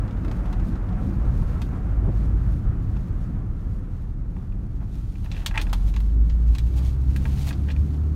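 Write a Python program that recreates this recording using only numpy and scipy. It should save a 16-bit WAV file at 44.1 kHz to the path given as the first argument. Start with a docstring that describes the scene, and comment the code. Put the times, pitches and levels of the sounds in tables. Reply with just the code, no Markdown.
"""Dog in a moving car

Microphone between the seats. The car slows on a rough road, then pulls away, its engine booming in
the cabin. Tyres rumble and hiss with the speed, and a wheel thuds over bumps. Close by, a dog stands
on the back seat: fur rustles on cloth, and harness and belt fittings click and knock."""
import sys
import numpy as np
from scipy import signal
from scipy.fft import rfft, irfft, next_fast_len
from scipy.io import wavfile
from scipy.ndimage import map_coordinates

SR = 44100
rng = np.random.default_rng(int(sys.argv[2]) if len(sys.argv) > 2 else 0)


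def digitize_waveform(pressure):
    """Quantize a signal to 16-bit integers and store it at the path in sys.argv[1].

    Rows of a 2-D input are taken as channels; values are limited to [-1, 1].
    """
    field = np.atleast_2d(pressure).T
    bounded = np.clip(field, -1, 1)
    quanta = np.round(bounded * 32767).astype(np.int16)
    wavfile.write(sys.argv[1], SR, quanta)


N = 359415
TIME = np.arange(N) / SR

# engine firing rate: t/s, f/Hz
FIRING_RATE = [(0,40.53),(1.2,41.92),(1.65,38.84),(3,35.59),(4.75,33.8),(5.42,35.5),(5.8,45.13),(6.03,52.23),(6.25,55.3),(6.55,57.3),(6.85,64.3),(7.2,66.95),(7.6,70.65),(8.15,75.53)]
# throttle pressed: start/s, end/s, depth/0-1
THROTTLE = [(0.293,.65,1),(1.047,1.4,0.64),(5.45,8.5,0.89)]
# engine overtones: multiple of the firing rate, relative level/dB
ENGINE_ORDERS = [(1.5,-18.5),(2,-2.5),(2.5,-27),(3,-12.5),(3.5,-15.5),(4,-16),(4.5,-19.5),(5,-22),(6,-25),(7,-28.5)]
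# cabin air resonances that lift a passing engine tone: f/Hz, half width/Hz, lift/dB
CABIN_MODES = [(56.8,5.9,4.5),(133.8,8,6.5),(168.8,5.6,12),(271,10,3)]

# road speed: t/s, share of the opening speed
ROAD_SPEED = [(0,0.99),(1.9,0.91),(3,0.67),(4,0.5),(5.1,0.4),(6.2,0.47),(7.2,0.58),(8.15,0.57)]
# rough stretches: t/s, half length/s, shake lift/dB, panel lift/dB
ROUGH_ROAD = [(.2,0.28,2,-1),(1.4,0.24,7,4.5),(2.046,0.15,1,3.5),(2.593,0.32,9,4.5),(3.456,0.21,4,2.5),(5.147,0.16,-1,1.5),(5.75,0.83,8.5,0.5),(7.1,0.6,3.5,2)]
# dips that set the body booming, and bumps under a wheel: t/s, half length/s, level/dB
DIPS = [(.55,0.2,-30.5),(2.05,0.16,-25),(2.3,0.25,-29),(2.6,0.14,-25.5)]
BUMPS = [(.29,0.025,-35.5),(1.04,0.031,-40),(1.24,0.046,-38),(1.435,0.014,-46),(2.04,0.021,-38),(2.087,0.013,-28),(3.42,0.043,-43.5)]
# road noise spectra, from inside the car: f/Hz, relative level/dB
SUSPENSION_SPECTRUM = [(15,-39),(24,-10.5),(30,-2),(42,-10),(52,4),(63,-6),(80,-10.5),(130,-33.5),(300,-83)]
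PANEL_SPECTRUM = [(45,-29.5),(70,-0.5),(90,-1.5),(104,2.5),(118,-3),(135,-5.5),(165,-11),(260,-36),(600,-87)]
BODY_SPECTRUM = [(110,-36),(160,-1),(185,6),(230,-3.5),(270,-3.5),(350,-9.5),(450,-19),(700,-32.5),(2000,-90)]
TYRE_SPECTRUM = [(200,-14.5),(450,2),(590,1.5),(760,0),(1000,-2),(1150,-1.5),(1350,-2.5),(1650,-7),(2500,-17),(4000,-30),(8000,-34.5),(16000,-43)]
THUD_SPECTRUM = [(50,-18),(100,7.5),(180,-7),(260,5.5),(400,-3),(600,-9),(850,-13),(1300,-32),(4000,-75.5)]
# whining bands of the tread: f/Hz, width/Hz, level against the hiss/dB
TREAD_BANDS = [(503,35,-16.5),(742,40,-14),(1327,70,-21)]

# steady rustle as the dog grows restless: t/s, level/dB
RESTLESSNESS = [(0,-72),(4.6,-69),(5.8,-60),(6.2,-65),(6.7,-59),(7.05,-59.5),(7.37,-54.5),(7.56,-57.5),(8.15,-63.5)]
# fur brushes on cloth: t/s, half length/s, relative level/dB
FUR_STROKES = [(.39,0.15,-62),(.69,0.033,-56),(1.08,0.058,-61),(1.48,0.18,-58.5),(2.21,0.059,-60.5),(2.48,0.083,-63),(3.04,0.052,-64),(3.6,0.033,-70),(4.97,0.053,-62.5),(5.39,.024,-57),(5.885,0.012,-50.5),(6.52,0.023,-56),(6.78,0.012,-46.5),(6.87,0.027,-51.5),(7.44,0.023,-47.5),(7.485,0.02,-40)]
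# a strap slides, and the seat is scuffed: t/s, half length/s, level/dB
STRAP_SLIDES = [(5.25,0.0055,-67),(5.38,0.039,-46.5),(5.595,0.0053,-33.5),(5.608,.003,-37),(7.49,0.015,-53),(7.703,0.014,-43)]
SEAT_SCUFFS = [(4.825,0.017,-52.5),(5.6,0.19,-51),(6.8,0.03,-51.5)]
# rubbing spectra, close by: f/Hz, relative level/dB
CLOTH_SPECTRUM = [(300,-19.5),(750,9.5),(1500,-3),(2200,3),(3000,2),(4300,2),(5000,-1.5),(6600,-1),(7800,-5.5),(9500,-4),(10400,-10.5),(11500,-5.5),(15800,-11.5)]
WEBBING_SPECTRUM = [(400,2),(880,1.5),(1200,-4.5),(1850,3),(2200,-5.5),(2600,-0.5),(3300,-2.5),(4300,-8),(8000,-27.5),(16000,-33.5)]
SEAT_SPECTRUM = [(300,-21.5),(550,-8.5),(800,-3),(1100,-8),(2000,-18),(6000,-39)]

# hollow contacts: t/s, relative level/dB, clack/dB, most excited f/Hz, fall around it/dB per octave
KNOCKS = [(1.42,-36.5,7,1388,10),(4.365,-43,5,1872,7),(4.522,-43,0,2430,14),(5.155,-35.5,-16,2447,25),(5.259,-32.5,-6,2080,10),(5.346,-30,-20,2487,22),(5.365,-29,-21,2400,12),(5.511,-24,-10,1660,10),(5.542,-23,-4,1640,14),(5.548,-22,-5,1870,25),(5.555,-12.5,-15,1900,28),(5.565,-22,-3,1670,20),(5.576,-4.5,-21,2440,6.5),(5.668,-31.5,-24,2220,3),(7.1613,-23.5,-12,1820,12),(7.254,-22.5,-1,1660,6),(7.507,-22,-5,1800,6),(7.687,-26,-22,1872,10),(7.702,-25,-24,2400,8),(7.763,-30,-16,2380,26)]
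# brief crack of a knock: f/Hz, relative level/dB
CRACK_SPECTRUM = [(400,-20),(1000,-9),(1600,4),(2600,3),(4300,0),(6000,-5),(8300,-7.5),(10500,-16),(16000,-23)]
# sharp contacts, all levels relative: t/s, level/dB, low band/dB, top band/dB
CLICKS = [(0.0783,-43,1,-24),(0.109,-41,6,-26),(0.2472,-34,11,-11),(.2809,-37,9,-22),(.313,-30.5,9,-14),(.456,-35,12,-20),(0.527,-30,8.5,-15),(.596,-41,4,-16),(0.7552,-38.5,10,-18),(.8892,-43,5,-26),(.9264,-43,8,-26),(1.6172,-30.5,-0.5,-11),(2.966,-37,12.5,-25),(5.2444,-38.5,8,-5),(5.3155,-30,-8,-24),(5.4613,-14.5,-9.5,-13),(5.614,-24,-6,-10.5),(5.696,-40,-3,-21),(5.7297,-19,2,-10),(5.9385,-35.5,-1,-20),(5.963,-30.5,0,-17),(6.0028,-36.5,3,-3.5),(6.298,-37,-5,-27),(6.55,-31,-4,-14),(6.5834,-28.5,-6.5,-11),(7.1618,-31.5,-10,-4),(7.528,-34,-1,-30),(7.713,-36,-21,-16)]
# modes of the plastic fitting and the metal ring: f/Hz, relative level/dB, t60/s
PLASTIC_MODES = [(900,-6,.06),(1320,-10,0.048),(1645,-2.5,0.038),(1893,0,0.027),(2070,-8,.03),(2330,-16,.025),(2445,-1,0.032),(2610,3.5,0.015),(2910,-14,.05),(3440,-10,.035),(4200,-19,0.023),(4300,-23,0.022),(5430,-13,0.023),(6600,-17,0.02)]
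METAL_MODES = [(6595,-3,.09),(8830,-1,0.093),(11880,-10,.07)]


def engine(idle_db=-32.5, load_db=10, lag_s=0.13, idle_hz=35, overtone_db=-48.5, db_per_octave=12):
    """From the cabin: the firing tone swells with the throttle; uneven cylinders add wavering orders."""
    firing_hz = curve(FIRING_RATE)
    phase = 2 * np.pi * np.cumsum(firing_hz) / SR
    pedal = sum(depth * ((TIME > start) & (TIME < end)) for start, end, depth in THROTTLE)
    pole = np.exp(-1 / (lag_s * SR))
    load = signal.lfilter([1 - pole], [1, -pole], pedal)
    lift_db = lambda hz: sum(db * bell(hz, mode_hz, half) for mode_hz, half, db in CABIN_MODES)
    boom = amp(idle_db + load_db * load + lift_db(firing_hz) + 1.5 * wobble(21)) * np.sin(phase)
    overtones = np.zeros(N)
    for order, db in ENGINE_ORDERS:
        gain = amp(db + lift_db(order * firing_hz) + 2.5 * wobble(9))
        overtones += gain * np.sin(order * phase + rng.uniform(0, 2 * np.pi))
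    rev_gain = amp(overtone_db + db_per_octave * np.log2(firing_hz / idle_hz))
    return np.sqrt(2) * (boom + rev_gain * overtones)


def road(boom_hz=51, body_share=0.11):
    """Underneath: the road shakes the suspension, drums on the panels and hisses under the tread."""
    shake_lift_db = sum(db * bell(TIME, s, half) for s, half, db, _ in ROUGH_ROAD)
    panel_lift_db = sum(db * bell(TIME, s, half) for s, half, _, db in ROUGH_ROAD)
    shake = amp(speed_db(-31, per_doubling=3.5) + shake_lift_db) * noise(SUSPENSION_SPECTRUM)
    boom_phase = 2 * np.pi * np.cumsum(boom_hz + 2 * wobble(14.9)) / SR  # a wandering body resonance
    boom = swells(DIPS) * np.sqrt(2) * np.sin(boom_phase)
    panels = amp(speed_db(-29.5, per_doubling=3.5) + panel_lift_db) * noise(PANEL_SPECTRUM)
    drone_db = speed_db(-34, per_doubling=5.5) + body_share * panel_lift_db + 1.38 * wobble(9)
    drone = amp(drone_db) * noise(BODY_SPECTRUM)
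    hiss_db = speed_db(-46, per_doubling=10) + 0.84 * wobble(16)
    tyres = amp(hiss_db) * (noise(TYRE_SPECTRUM) + tread_whine())
    thuds = swells(BUMPS) * noise(THUD_SPECTRUM)
    return shake + boom + panels + drone + tyres + thuds


def tread_whine(flutter_db=5):
    """The tread sings faintly in a few narrow, fluttering bands."""
    out = np.zeros(N)
    for centre, width, db in TREAD_BANDS:
        gain = amp(db + flutter_db * wobble(7.9))
        out += gain * unit(filtered(rng.standard_normal(N), lambda hz: bell(hz, centre, width / 2)))
    return out


def rubbing(fibre_db=2, slip_db=3, grip_db=1.15, fidget_db=1.9, catches_per_s=45, catch_s=0.0037):
    """Back seat, close: fur brushes cloth in fine grains and catches; a strap slides in coarser slips."""
    pressure = amp(curve(RESTLESSNESS) + fidget_db * wobble(9.7)) + amp(-5) * swells(FUR_STROKES)
    pressure *= amp(grip_db * wobble(35))
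    fibres = unit(noise(CLOTH_SPECTRUM) * amp(fibre_db * wobble(600)))
    snags = (rng.random(N) < catches_per_s / SR) * rng.random(N)
    snag_decays = signal.lfilter([1], [1, -np.exp(-1 / (catch_s * SR))], snags)
    catches = amp(-10) * unit(snag_decays * noise(WEBBING_SPECTRUM))
    strap = swells(STRAP_SLIDES) * unit(noise(WEBBING_SPECTRUM) * amp(slip_db * wobble(250)))
    scuffs = swells(SEAT_SCUFFS) * noise(SEAT_SPECTRUM)
    return pressure * (fibres + catches) + strap + scuffs


def knocks(level_db=-8.5, attack_s=0.0011, crack_t60=0.036, clack_t60=0.055, grip_s=0.0085):
    """Close: a hollow plastic fitting rings differently with each knock, over a crack and a low clack."""
    out, t = np.zeros(N), np.arange(SR // 6) / SR
    onset = 1 - np.exp(-t / attack_s)
    grip = amp(-7.5 * (1.5 - np.exp(-t / grip_s)))  # the strap soon soaks up the first swing
    clack_spectrum = [(400, -29), (900, -3.5), (1600, -23), (4000, -45)]
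    for s, db, clack_db, centre_hz, db_per_octave in KNOCKS:
        # the point of contact favours the modes near one frequency
        fall_db = lambda hz: db_per_octave * abs(np.log2(hz / centre_hz))
        ring = np.zeros(len(t))
        for hz, mode_db, t60 in PLASTIC_MODES:
            strength_db = mode_db - fall_db(hz) + rng.normal(0, 1)
            ring += amp(strength_db - 60 * t / t60) * np.sin(2 * np.pi * hz * t + rng.normal(0, 1))
        colour = [(hz, band_db - 0.29 * fall_db(hz)) for hz, band_db in CRACK_SPECTRUM]
        crack = amp(-12.5 - 60 * t / crack_t60) * noise(colour, len(t))
        clack = amp(clack_db - 60 * t / clack_t60) * noise(clack_spectrum, len(t))
        add(out, s, amp(db + level_db) * onset * (2 * grip * ring + crack + clack))
    return out


def clicks(contacts, level_db=-7, attack_s=0.00073, snap_db=6, snap_t60=0.0049, ring_t60=0.062):
    """Small hard contacts: a brief snap, then dense, quickly damped modes, heard as coloured noise."""
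    out, t = np.zeros(N), np.arange(SR // 6) / SR
    onset = 1 - np.exp(-t / attack_s)
    fade = amp(-60 * t / ring_t60) + amp(snap_db - 60 * t / snap_t60)
    for s, db, low_db, top_db in contacts:
        low, top = low_db - 1, top_db - 4
        colour = [(300, low - 15), (620, low - 4), (860, low + 7), (1300, low), (2400, low / 5),
                  (3900, -2.5), (5000, -7.5), (5600, -10), (6600, -10.5), (7400, -13),
                  (9600, top), (10400, top - 8), (11500, top - 1), (15000, top - 6)]
        add(out, s, amp(db + level_db) * onset * fade * noise(colour, len(t)))
    return out


def trim_ticks(per_s=6.2, scatter_db=0.5, low_db=4.5, top_db=-23):
    """Loose trim ticks faintly at random, louder at speed; gives rows like CLICKS."""
    level_db = speed_db(-48.5, per_doubling=17) + scatter_db * rng.standard_normal(N)
    hits = np.flatnonzero(rng.random(N) < per_s / SR)
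    return [(TIME[i], level_db[i], low_db, top_db) for i in hits]


def harness_ring(start_s=5.613, level_db=-44):
    """A small metal ring on the harness is struck once and sounds thinly."""
    out, t = np.zeros(N), np.arange(SR // 4) / SR
    for hz, db, t60 in METAL_MODES:
        add(out, start_s, amp(level_db + db - 60 * t / t60) * np.sin(2 * np.pi * hz * t))
    return out


def cabin(x, t60=0.11, wet_db=-13, gap_s=0.003):
    """Windows and trim near the microphone give a very short tail."""
    t = np.arange(SR // 5) / SR
    tail = rng.standard_normal(len(t)) * amp(-60 * t / t60) * (t > gap_s)
    return x + amp(wet_db) * signal.fftconvolve(x, tail / np.linalg.norm(tail))[:N]


def speed_db(opening_db, per_doubling):
    """A level that gains per_doubling dB each time the road speed doubles."""
    return opening_db + per_doubling * np.log2(curve(ROAD_SPEED) + 1e-6)


def amp(db):
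    """Decibels to gain."""
    return 10 ** (np.asarray(db) / 20)


def unit(x):
    """Scale to rms 1."""
    return x / np.sqrt(np.mean(x ** 2) + 1e-20)


def curve(rows):
    """One value per sample from rows of t/s, value."""
    return np.interp(TIME, *np.transpose(rows))


def wobble(rate):
    """A smooth random curve, rate knots a second."""
    return map_coordinates(rng.standard_normal(int(N * rate / SR) + 4), [TIME * rate])


def filtered(x, response):
    """Filter x by a gain that depends on frequency."""
    size = next_fast_len(len(x) + 8192)
    return irfft(rfft(x, size) * response(np.fft.rfftfreq(size, 1 / SR)), size)[:len(x)]


def noise(spectrum, size=N):
    """Noise of rms 1, coloured by rows of f/Hz, level/dB on a log frequency axis."""
    points_hz, db = np.transpose(spectrum)
    response = lambda hz: amp(np.interp(np.log(hz + 1), np.log(points_hz), db))
    return unit(filtered(rng.standard_normal(size), response))


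def bell(x, centre, half):
    """A bell curve of height 1."""
    return np.exp(-.5 * ((x - centre) / half) ** 2)


def swells(rows):
    """Gain of bell-shaped swells from rows of t/s, half length/s, level/dB."""
    return sum(amp(db) * bell(TIME, s, half) for s, half, db in rows)


def add(track, s, sound):
    """Mix a sound into the track at time s."""
    part = track[max(round(s * SR), 0):][:len(sound)]
    part += sound[:len(part)]


def scene():
    """One microphone between the seats: the drive all around, the dog and fittings close by."""
    drive = engine() + road()
    close = rubbing() + knocks() + harness_ring() + clicks(CLICKS + trim_ticks())
    return (drive + cabin(close))[None]


def record(dry, top_hz=15870, edge_hz=400):
    """The phone keeps nothing above its band limit."""
    passband = lambda hz: np.clip((top_hz - hz) / edge_hz + .5, 0, 1)
    return np.array([filtered(channel, passband) for channel in dry])


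dry = scene()
out = record(dry)
digitize_waveform(out)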